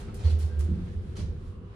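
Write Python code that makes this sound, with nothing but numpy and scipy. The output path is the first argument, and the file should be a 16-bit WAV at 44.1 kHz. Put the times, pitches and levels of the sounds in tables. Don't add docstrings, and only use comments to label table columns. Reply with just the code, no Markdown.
import sys
import numpy as np
from scipy import signal
from scipy.fft import rfft, irfft, next_fast_len
from scipy.io import wavfile
from scipy.ndimage import map_coordinates

SR = 44100
rng = np.random.default_rng(int(sys.argv[2]) if len(sys.argv) > 2 else 0)


def put_to_file(sound):
    columns = np.atleast_2d(sound).T
    safe = np.clip(columns, -1, 1)
    whole_steps = np.round(safe * 32767)
    wavfile.write(sys.argv[1], SR, whole_steps.astype(np.int16))


N = 77175

# frequency in Hz, time to fall 60 dB in seconds.
WALL_T60 = [(200, 0.51), (1500, 0.31), (4500, 0.38), (9000, 0.3), (14000, 0.15)]
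# frequency in Hz, left-right correlation.
STEREO_LIKENESS = [(30, 0.91), (90, 0.92), (180, 0.98), (350, 0.76), (700, 0.067), (1500, 0), (4000, 0.017),
                   (10000, 0)]
# frequency in Hz, gain in dB.
TREBLE_SHAPE = [(20, -0.5), (10600, -3), (11600, -22), (13600, -10), (15000, -35)]

# frequency in Hz, level in dB.
RUMBLE_SPECTRUM = [(15, -25), (24, -12.5), (36, -4), (54, -4.5), (66, -7), (88, 1), (102, -4), (132, -13),
                   (157, -11.5), (188, -17), (212, -10.5), (244, -19.5), (295, -23), (365, -19), (430, -24),
                   (495, -19), (545, -31.5), (700, -50.5), (1100, -68), (2000, -120)]
HISS_SPECTRUM = [(400, -10.5), (650, 1), (950, -3), (1250, -3.5), (1500, -3.5), (1800, -7.5), (2500, -10),
                 (4000, -14), (10000, -34.5), (15000, -50)]
FIZZ_SPECTRUM = [(1500, -6.5), (3500, 2), (6000, -5), (10000, -5), (12500, -2), (16000, -35)]
HUM_TONES = [(400, -53.5), (500, -59), (600, -71)]
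# time in seconds, gain in dB.
RUMBLE_ENVELOPE = [(0, -36), (.5, -36.5), (.9, -36), (1.3, -34), (1.5, -38.5), (1.6, -39.5), (1.75, -43.5)]
HISS_ENVELOPE = [(0, -51.5), (.13, -55), (.55, -55), (.8, -55), (.93, -58.5), (1, -58.5), (1.1, -57.5),
                 (1.35, -59), (1.46, -61), (1.62, -65.5), (1.75, -57.5)]
FIZZ_ENVELOPE = [(0, -68), (.5, -66), (.88, -64), (1, -68.5), (1.1, -64.5), (1.36, -71.5), (1.48, -64),
                 (1.6, -76.5), (1.75, -75)]
HUM_ENVELOPE = [(0, 2), (.55, 0), (.9, -5.5), (1.3, -17.5), (1.55, -7.5), (1.75, -4)]

# start and length in seconds, centre and width in Hz, level in dB.
GUIDE_RUBS = [(0.866, 0.085, 1780, 280, -63), (1.384, 0.42, 1140, 390, -62.5),
              (1.5, 0.29, 2850, 300, -73.5)]
# start and length in seconds, pitch in Hz, level in dB.
GUIDE_SQUEAKS = [(0.485, 0.112, 1590, -60.5), (0.561, 0.133, 361.4, -48.5)]
# start and length in seconds, level in dB, tilt in dB per octave,
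# relative ring of the steel in dB, focus of that ring in Hz.
SLIDES = [(0.069, 0.026, -48, -6, -6.5, 1300), (0.169, 0.074, -50, 0, -11, 1400),
          (0.233, 0.05, -45, 0, -4.5, 4450), (0.284, 0.03, -46, 2, -4.5, 4040),
          (0.375, 0.0635, -51.5, 1, -12, 3300), (0.836, 0.099, -59.5, -1.5, -12, 2200),
          (1.148, 0.029, -48.5, 1.3, -3, 1700), (1.169, 0.033, -45.5, 1, -12, 3150)]
# centre in Hz, width in Hz, level in dB.
STEEL_MODES = [(1314, 41, 11), (2220, 96, -5), (3000, 70, -1), (3340, 66, -3), (4050, 35, 3.5),
               (4400, 83, -0.5), (4400, 44, -12)]
# start in seconds, level in dB, tilt in dB per octave,
# relative level of the tick in dB.
CONTACTS = [(-.01, -55.5, -3, -7), (0.143, -53.5, 1.5, 11), (0.191, -58.5, -12, -10), (0.295, -66.5, 5, -2),
            (.389, -53, 3.5, 11), (0.404, -56, 0, -1), (0.446, -60, 9, -6), (.593, -53.5, 0, 15),
            (0.603, -57.5, -3, -6), (0.615, -66, -4.5, 3)]
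# frequency in Hz, level in dB.
SCRAPE_SPECTRUM = [(200, 10.5), (600, 8.5), (1300, -2), (2200, -0.5), (4300, -1), (6300, -5), (8500, -11),
                   (10500, -11.5), (13000, -11), (16000, -38)]
CLACK_SPECTRUM = [(200, -16), (700, -6.5), (1500, -5), (3000, -6.5), (4500, -6), (8000, -5.5),
                  (10500, -3.5), (13500, 0.5), (16000, -23)]
# start in seconds, level in dB, rise in seconds.
PANEL_KNOCKS = [(.072, -45.5, 0.0042), (.676, -29.5, 0.019), (.71, -33.5, 0.005), (.785, -36, 0.0088),
                (1.181, -37.5, 0.0067), (1.61, -43.5, 0.0034)]
# frequency in Hz, level in dB, time to fall 60 dB in seconds.
PANEL_MODES = [(157.45, -4, 0.7), (178.5, 1.5, 0.54), (205.3, -6.5, 0.55), (228.7, -8.5, 0.31),
               (266, -4, 0.2), (338.6, -1, 0.15), (372.2, -11.5, 0.44)]
# start in seconds, level in dB.
CAR_THUMPS = [(0.124, -35), (0.23, -12), (0.304, -15.5), (.375, -30), (0.416, -20), (0.511, -23.5),
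              (0.561, -18.5), (0.614, -22.5), (0.683, -20.5), (.702, -39), (.93, -26), (1.195, -24),
              (1.271, -27.5), (1.448, -32)]


def amp(db):
    return 10 ** (np.asarray(db) / 20)


def unit(x):
    return x / np.sqrt(np.mean(np.abs(x) ** 2) + 1e-20)


def clock():
    return np.arange(N) / SR


def along(points, hz):
    knots_hz, values = np.transpose(points)
    return np.interp(np.log(hz + 1), np.log(knots_hz + 1), values)


def level(rows):
    return amp(np.interp(clock(), *np.transpose(rows)))


def pan(db):
    return amp(np.array([[db], [-db]]) / 2)


def wobble(rate):
    knots = rng.standard_normal(int(N * rate / SR) + 4)
    return map_coordinates(knots, [clock() * rate])


def ramp(u):
    return np.sin(np.clip(u, 0, 1) * np.pi / 2) ** 2


def held(start, length, rise_s, fall_s):
    t = clock()
    return ramp((t - start) / rise_s) * ramp((start + length - t) / fall_s + 1)


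def decay(t, t60):
    return amp(-60 * np.maximum(t, 0) / t60)


def filtered(x, response):
    size = next_fast_len(N + SR // 2)
    hz = np.fft.rfftfreq(size, 1 / SR)
    return irfft(rfft(x, size) * response(hz), size)[..., :N]


def tilted(spectrum, tilt_db):
    return lambda hz: unit(amp(along(spectrum, hz) + tilt_db * np.log2(np.maximum(hz, 800))))


def diffuse(spectrum):
    def mid_side(hz):
        angle = np.arccos(np.clip(along(STEREO_LIKENESS, hz), -1, 1)) / 2
        return amp(along(spectrum, hz)) * [np.cos(angle), np.sin(angle)]
    mid, side = filtered(rng.standard_normal((2, N)), mid_side)
    return unit(np.array([mid + side, mid - side]))


def wall_ring():
    hz, t, noise = signal.stft(rng.standard_normal((2, SR // 2)), SR, nperseg=256)
    fading = noise * decay(t, along(WALL_T60, hz)[:, None])
    return signal.istft(fading, SR, nperseg=256)[1]


def cabin(x):
    walls = wall_ring()
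    return signal.fftconvolve(x[None], walls / np.linalg.norm(walls[0]), axes=1)[:, :N]


def travel():
    rumble = level(RUMBLE_ENVELOPE) * diffuse(RUMBLE_SPECTRUM)
    hiss = level(HISS_ENVELOPE) * diffuse(HISS_SPECTRUM)
    fizz = level(FIZZ_ENVELOPE) * diffuse(FIZZ_SPECTRUM)
    return rumble * pan(db=-0.3) + (hiss + fizz) * pan(db=-1)


def drive_hum(waver_db=1.5, drift_hz=2.2):
    hum = np.zeros(N)
    for hz, db in HUM_TONES:
        gain = amp(db + waver_db * wobble(7.5))
        phase = 2 * np.pi * np.cumsum(hz + drift_hz * wobble(14.37)) / SR
        hum += gain * unit(np.sin(phase))
    return level(HUM_ENVELOPE) * hum


def rubs(edge_s=0.0061):
    out = np.zeros((2, N))
    for start, length, hz, width_hz, db in GUIDE_RUBS:
        white = diffuse([(20, 0), (16000, 0)])
        band = unit(filtered(white, lambda f: 1 / (1 + (2 * (f - hz) / width_hz) ** 2)))
        out += amp(db) * band * held(start, length, edge_s, edge_s)
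    return out


def squeaks(waver=0.0026, jitter=0.017, spread_rad=0.75, flutter_db=2.5, edge_s=0.022, room_db=-12.5):
    out = np.zeros((2, N))
    for start, length, hz, db in GUIDE_SQUEAKS:
        pitch = hz * (1 + waver * wobble(40.4) + jitter * wobble(400))
        phase = 2 * np.pi * np.cumsum(pitch) / SR + spread_rad * np.array([wobble(30), wobble(30)])
        envelope = amp(db + flutter_db * wobble(120)) * held(start, length, edge_s, edge_s)
        note = envelope * unit(np.sin(phase))
        out += note + amp(room_db) * cabin(note[0])
    return out


def steel(focus_hz, focus_octaves=0.17, skirt_db=-17):
    def response(f):
        modes = 0
        for hz, width_hz, db in STEEL_MODES:
            share = amp(skirt_db) + 1 / (1 + (np.log2(hz / focus_hz) / focus_octaves) ** 2)
            damping = 1j * f * width_hz
            modes += amp(db) * share * damping / (hz * hz - f * f + damping)
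        return unit(modes)
    return response


def scrapes(grain_db=3, direct_db=-5.5):
    out = np.zeros((2, N))
    for start, length, db, tilt_db, ring_db, focus_hz in SLIDES:
        stroke = amp(db) * held(start, length, rise_s=0.018, fall_s=0.011)
        friction = stroke * unit(rng.standard_normal((2, N)) * amp(grain_db * wobble(600)))
        rasp = filtered(friction[0], tilted(SCRAPE_SPECTRUM, tilt_db))
        ring = filtered(friction, steel(focus_hz))
        out += amp(direct_db) * rasp + cabin(rasp) + amp(ring_db) * ring
    return out


def clacks(build_s=0.0049, grain_db=2, rattle_db=1, tick_tilt_db=4, room_db=7):
    out = np.zeros((2, N))
    for start, db, tilt_db, tick_db in CONTACTS:
        t = clock() - start
        tick = (t >= 0) * decay(t, t60=0.015) * rng.standard_normal((2, N))
        rattle = amp(grain_db * wobble(700) + rattle_db * wobble(149.2))
        delay = max(round(start * SR), 0)
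        ring = np.pad(wall_ring(), ((0, 0), (delay, N)))[:, :N]
        answer = ring * ramp(t / build_s) * rattle
        out += amp(db + tick_db) * filtered(tick, tilted(CLACK_SPECTRUM, tilt_db + tick_tilt_db))
        out += amp(db + room_db) * filtered(answer, tilted(CLACK_SPECTRUM, tilt_db))
    return out


def knocks(spread_rad=0.34):
    out = np.zeros((2, N))
    for start, db, rise_s in PANEL_KNOCKS:
        t = clock() - start
        for hz, mode_db, t60 in PANEL_MODES:
            phase = rng.uniform(0, 2 * np.pi) + spread_rad * rng.standard_normal((2, 1))
            envelope = amp(db + mode_db) * ramp(t / rise_s) * decay(t, t60)
            out += envelope * np.sin(2 * np.pi * hz * t + phase)
    return out


def boom(mode_hz=77.76, drift_hz=1.72, rise_s=0.04, t60=0.22):
    swing = np.zeros(N)
    for start, db in CAR_THUMPS:
        t = clock() - start
        swing += amp(db) * ramp(t / rise_s) * decay(t - rise_s, t60)
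    phase = 2 * np.pi * np.cumsum(mode_hz + drift_hz * wobble(24.57)) / SR
    return swing * np.sin(phase)


def scene():
    background = travel() + drive_hum()
    body = boom() * pan(db=-3) + knocks()
    mechanism = clacks() + scrapes() + squeaks() + rubs()
    return background + body + mechanism * pan(db=-2)


def record(dry, top_hz=15600):
    return filtered(dry, lambda hz: amp(along(TREBLE_SHAPE, hz)) * (hz < top_hz))


dry = scene()
out = record(dry)
put_to_file(out)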